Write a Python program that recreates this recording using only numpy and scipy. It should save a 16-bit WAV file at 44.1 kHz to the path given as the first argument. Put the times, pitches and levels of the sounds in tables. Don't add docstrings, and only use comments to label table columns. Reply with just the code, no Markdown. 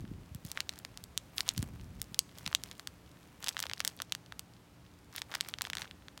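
import sys
import numpy as np
from scipy import signal
from scipy.fft import rfft, irfft
from scipy.io import wavfile
from scipy.ndimage import uniform_filter1d

SR = 44100
rng = np.random.default_rng(int(sys.argv[2]) if len(sys.argv) > 2 else 0)


def wav_out(sig):
    wavfile.write(sys.argv[1], SR, np.round(np.clip(np.atleast_2d(sig).T, -1, 1) * 32767).astype(np.int16))


N = 273420

# start_s, energy_db, pitch_hz, q
LARGE_SHELLS = [(0.348, -22, 8880, 0.11), (0.451, -23, 7600, 0.083), (0.5165, -13, 4740, 0.35),
                (0.5743, -8.5, 2000, 0.66), (0.6046, -6.5, 3240, 0.55), (0.6929, -9, 3600, 0.65),
                (0.7891, -22.5, 7800, 0.31), (0.8497, -15.5, 2580, 0.4), (0.9744, -19.0, 3300, 0.44),
                (1.0397, -20.5, 5750, 0.44), (1.1767, -5.0, 4060, 0.43), (1.3819, -6, 3720, 0.59),
                (1.4066, -4.5, 3460, 0.62), (1.4789, -18.5, 2900, 0.18), (1.4901, 0.0, 4370, 0.67),
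                (1.5783, -11, 4360, 0.36), (1.6275, -15, 3750, 0.3), (2.0167, -8.5, 6740, 0.23),
                (2.1447, -15.0, 3590, 0.64), (2.1915, 3.0, 5150, 0.6), (2.3853, -23, 4450, 0.27),
                (2.4631, -9.5, 3140, 0.67), (2.4766, -11.5, 2780, 0.4), (2.5285, -14, 1930, 0.52),
                (2.5495, 2.0, 3400, 0.52), (2.637, -13.5, 4600, 0.45), (2.7134, -20.5, 3300, 0.46),
                (2.7961, -19, 2700, 0.38), (2.8732, -12.5, 3440, 0.44), (3.443, -13.5, 4130, 0.42),
                (3.464, -16.5, 3040, 0.47), (3.4725, -12, 2370, 0.44), (3.4843, -6.5, 3320, 0.38),
                (3.4904, -6, 4640, 0.6), (3.5678, -10, 2130, 0.76), (3.592, -12, 3060, 0.41),
                (3.6024, -10.5, 4340, 0.27), (3.627, -10, 4830, 0.44), (3.6386, -13, 2100, 0.65),
                (3.656, -20, 1340, 0.21), (3.667, -16.5, 2670, 0.46), (3.6974, -14.5, 2600, 0.6),
                (3.7139, -15.5, 2100, 0.55), (3.7348, -10, 3100, 0.55), (3.804, -6, 2743, 0.44),
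                (3.8495, -5.5, 3900, 0.3), (3.8768, -4, 5000, 0.5), (4.002, -13.5, 1630, 0.41),
                (4.0197, -10, 3860, 0.35), (4.1226, -5.0, 3200, 0.52), (4.1502, -13, 2970, 0.39),
                (4.3229, -18, 2030, 0.58), (4.3941, -14.5, 4400, 0.31), (5.1628, -13.5, 10000, 0.084),
                (5.1814, -14.5, 2680, 0.69), (5.2186, -11.5, 2900, 0.5), (5.3403, -13.5, 1900, 0.47),
                (5.3503, -12.5, 3420, 0.34), (5.3531, -9.0, 2510, 0.44), (5.409, -4, 3860, 0.75),
                (5.4873, -15.5, 4800, 0.12), (5.5389, -10.5, 2700, 1), (5.5862, -17.5, 2630, 0.59),
                (5.6103, -15, 2080, 0.5), (5.6192, -7, 3900, 0.3), (5.6513, -14.5, 2450, 0.74),
                (5.6706, -18.5, 1980, 0.43), (5.7005, -12.0, 2850, 0.43), (5.7332, -10.5, 2550, 0.87),
                (5.7526, -14.5, 2570, 0.31), (5.7704, -12.0, 2800, 0.52), (5.7833, -15.5, 2760, 0.47),
                (5.8195, -13.5, 2700, 0.57), (5.9114, -21.5, 2590, 0.67), (6.0835, -22.5, 2420, 0.59),
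                (6.1767, -23, 2510, 0.34)]


def undb(db):
    return 10 ** (np.asarray(db) / 20)


def unit(x):
    return x / np.sqrt(np.mean(x ** 2))


def colour(points, size):
    hz, db = np.transpose(points)
    f = np.fft.rfftfreq(size, 1 / SR) + 1
    gain = undb(np.interp(np.log(f), np.log(hz), db))
    cepstrum = irfft(np.log(gain), size)
    cepstrum[1:size // 2] *= 2
    cepstrum[size // 2 + 1:] = 0
    return np.exp(rfft(cepstrum))


def noise(points):
    return unit(irfft(rfft(rng.standard_normal(N)) * colour(points, N), N))


def wander(rate_hz):
    hold = int(SR / rate_hz)
    held = np.repeat(rng.standard_normal(N // hold + 1), hold)
    return unit(uniform_filter1d(held, hold)[:N])


def resonance(hz, q, size):
    f = np.fft.rfftfreq(size, 1 / SR) + 1
    ratio = f / hz[:, None]
    stage = 1 / (1 + 1j * np.reshape(q, (-1, 1)) * (ratio - 1 / ratio))
    return stage ** 3


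def place(times, energy_db, spectra):
    waves = irfft(spectra)
    waves *= (undb(energy_db) / np.linalg.norm(waves, axis=1))[:, None]
    out = np.zeros(N + waves.shape[1])
    for start, wave in zip(np.clip(times * SR, 0, N - 1).astype(int), waves):
        out[start:start + len(wave)] += wave
    return out[:N]


def night(rumble_db=-58.5, waver_db=0.5, waver_rad=0.95):
    # pitch_hz, level_db
    hum_tones = [(118.4, -67.5), (174, -68), (290.7, -72)]
    # frequency_hz, density_db
    rumble_spectrum = [(25, -32), (45, -14), (68, -1.5), (185, -8.5), (290, -11.5), (450, -16),
                       (1150, -21.5), (5000, -31), (15500, -40)]
    t = np.arange(N) / SR
    hum = sum(undb(db) * np.sqrt(2) * np.sin(2 * np.pi * hz * t + waver_rad * wander(12))
              for hz, db in hum_tones)
    return hum + noise(rumble_spectrum) * undb(rumble_db + waver_db * wander(2.76))


def walking(stop_s=3.9, fade_s=0.5):
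    return np.clip((stop_s - np.arange(N) / SR) / fade_s, 0, 1)


def airflow(breeze_db=-65, attack_s=0.041, release_s=0.024, sag_db_per_s=14.5):
    # start_s, length_s, level_db
    draughts = [(-.03, 0.26, -45), (1.568, 0.45, -45), (2.453, 0.025, -50)]
    t = np.arange(N) / SR
    flow = undb(breeze_db) * walking()
    for start, length, db in draughts:
        edges = np.maximum(start - t, 0) / attack_s + np.maximum(t - start - length, 0) / release_s
        sag_db = sag_db_per_s * np.clip(t - start, 0, length)
        flow = np.hypot(flow, undb(db - sag_db) * np.exp(-edges))
    return flow


def microphone_wind(q=0.75, gust_db=1.0, size=8192):
    # start_s, energy_db, pitch_hz
    air_puffs = [(.04, -16.5, 214), (0.113, -13.5, 198), (.311, -15.5, 93.6), (.349, -12, 117),
                 (.448, -14.5, 136), (1.574, -9.5, 167), (1.589, -2.5, 99), (1.626, -10, 202),
                 (2.116, -20, 160), (2.465, -18, 136)]
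    times, db, hz = np.transpose(air_puffs)
    port = colour([(25, -35), (60, 0), (300, -3), (450, -10), (1000, -41)], size)
    puffs = place(times, db, resonance(hz, q, size) * port)
    draught = noise([(22, -27.5), (45, 3), (80, 2.5), (160, -1), (290, -11), (420, -21),
                     (1500, -51), (8000, -64)])
    return puffs + draught * airflow() * undb(gust_db * wander(29.9))


def presses():
    # heel_lands_s, ball_lands_s, toes_push_off_s, level_db, pitch_hz
    steps = [(0.494, 0.582, 0.75, -57, 3000), (1.385, 1.485, 1.594, -53, 3900),
             (2.398, 2.479, 2.67, -59, 3000), (3.473, 3.61, 3.87, -52, 3040),
             (5.174, 5.341, 5.45, -51, 2650), (5.659, 5.809, 5.83, -52.5, 2260)]
    # length_share, offset_db, pitch_ratio
    foot_roll = [(.22, 0.5, 1.56), (.24, 2, .8), (.38, -2, 1)]
    return [(time, share * (toes - heel), db + offset_db, hz * ratio)
            for heel, ball, toes, db, hz in steps
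            for time, (share, offset_db, ratio) in zip((heel, ball, toes), foot_roll)]


def rustle(gain_db=-6.5, grain_db=6.5, clothes_db=-69):
    # frequency_hz, density_db
    rub_spectrum = [(300, -6.5), (1000, 1), (1700, -6), (2400, -3), (3800, -11), (16000, -14.5)]
    t = np.arange(N) / SR
    coarse_t = t[::64]
    power = sum(undb(db) ** 2 * np.exp(-np.pi * ((coarse_t - time) / length) ** 2)
                for time, length, db, _ in presses())
    sole = undb(gain_db) * np.sqrt(np.interp(t, coarse_t, power))
    clothes = undb(clothes_db + 2 * wander(7.7)) * walking()
    hiss = noise(rub_spectrum)
    grain = unit(undb(grain_db * wander(900)))
    return hiss * grain * (sole + clothes)


def shell_pops(times, energy_db, hz, q, gap_s=0.0003577, fall_db=-8, splits=3, size=512):
    # frequency_hz, gain_db
    shell_colour = [(150, -55), (500, 8.5), (850, 5), (1300, 1.5), (1850, -.5), (2450, -4.5), (3400, 0),
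                    (8000, -1), (15000, 1.5)]
    chance = rng.random((len(times), 2, splits))
    lags = gap_s * np.cumsum(2 * chance[:, 0], axis=1)
    strengths = np.sign(chance[:, 1] - .5) * undb(fall_db * np.arange(1, splits + 1))
    f = np.fft.rfftfreq(size, 1 / SR)
    snaps = 1 + np.sum(strengths[..., None] * np.exp(-2j * np.pi * f * lags[..., None]), axis=1)
    return place(times, energy_db, resonance(hz, q, size) * snaps * colour(shell_colour, size))


def live_insects(count=60, loudest_db=-30, range_db=14, lowest_hz=1800, octaves=2):
    when, size, pitch = rng.random((count, 3)).T
    energy_db = loudest_db - range_db * np.sqrt(size)
    return shell_pops(when * N / SR, energy_db, lowest_hz * 2 ** (octaves * pitch), q=0.62)


def large_shells():
    return shell_pops(*np.transpose(LARGE_SHELLS))


def fragments(count=2, gain_db=-21, spread_db=3, delay_s=0.0012, octaves=0.69):
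    times, db, hz, _ = np.repeat(LARGE_SHELLS, count, axis=0).T
    when, size, pitch = rng.standard_normal((len(times), 3)).T
    energy_db = db + gain_db + spread_db * size
    return shell_pops(times + delay_s * np.abs(when), energy_db, hz * 2 ** (octaves * pitch), q=0.49)


def crackle(count=30, gain_db=-6, spread_db=6, octaves=0.92):
    times, length, db, hz = np.repeat(presses(), count, axis=0).T
    when, size, pitch = np.clip(rng.standard_normal((len(times), 3)), -2, 2).T
    starts = times + when * length / np.sqrt(2 * np.pi)
    share_db = db + 10 * np.log10(length * SR / count)
    energy_db = share_db + gain_db + spread_db * size
    return shell_pops(starts, energy_db, hz * 2 ** (octaves * pitch), q=0.77)


def small_shells(count=3, gain_db=-5, spread_db=4, octaves=0.53):
    times, length, db, hz = np.repeat(presses(), count, axis=0).T
    when, size, pitch = rng.uniform(-1.1, 1, (len(times), 3)).T
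    share_db = db + 10 * np.log10(length * SR / count)
    energy_db = share_db + gain_db + spread_db * size
    return shell_pops(times + when * length / 2, energy_db, hz * 2 ** (octaves * pitch), q=0.5)


def reflections(direct, near_db=-23, near_t60_s=0.076, far_db=-35, far_t60_s=0.51):
    # frequency_hz, density_db
    scatter_spectrum = [(3500, -6), (8000, 0), (15000, -20)]
    t = np.arange(SR // 2) / SR
    tail = 0
    for db, t60 in ((near_db, near_t60_s), (far_db, far_t60_s)):
        scatter = noise(scatter_spectrum)[:len(t)] * undb(-60 * t / t60)
        tail = tail + undb(db) * scatter / np.linalg.norm(scatter)
    return direct + signal.fftconvolve(direct, tail)[:N]


def scene():
    close = large_shells() + fragments() + small_shells() + crackle() + rustle() + live_insects()
    return (reflections(close) + microphone_wind() + night())[None]


def record(dry, top_hz=16300):
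    return signal.sosfilt(signal.ellip(8, .2, 70, top_hz, fs=SR, output="sos"), dry)


dry = scene()
out = record(dry)
wav_out(out)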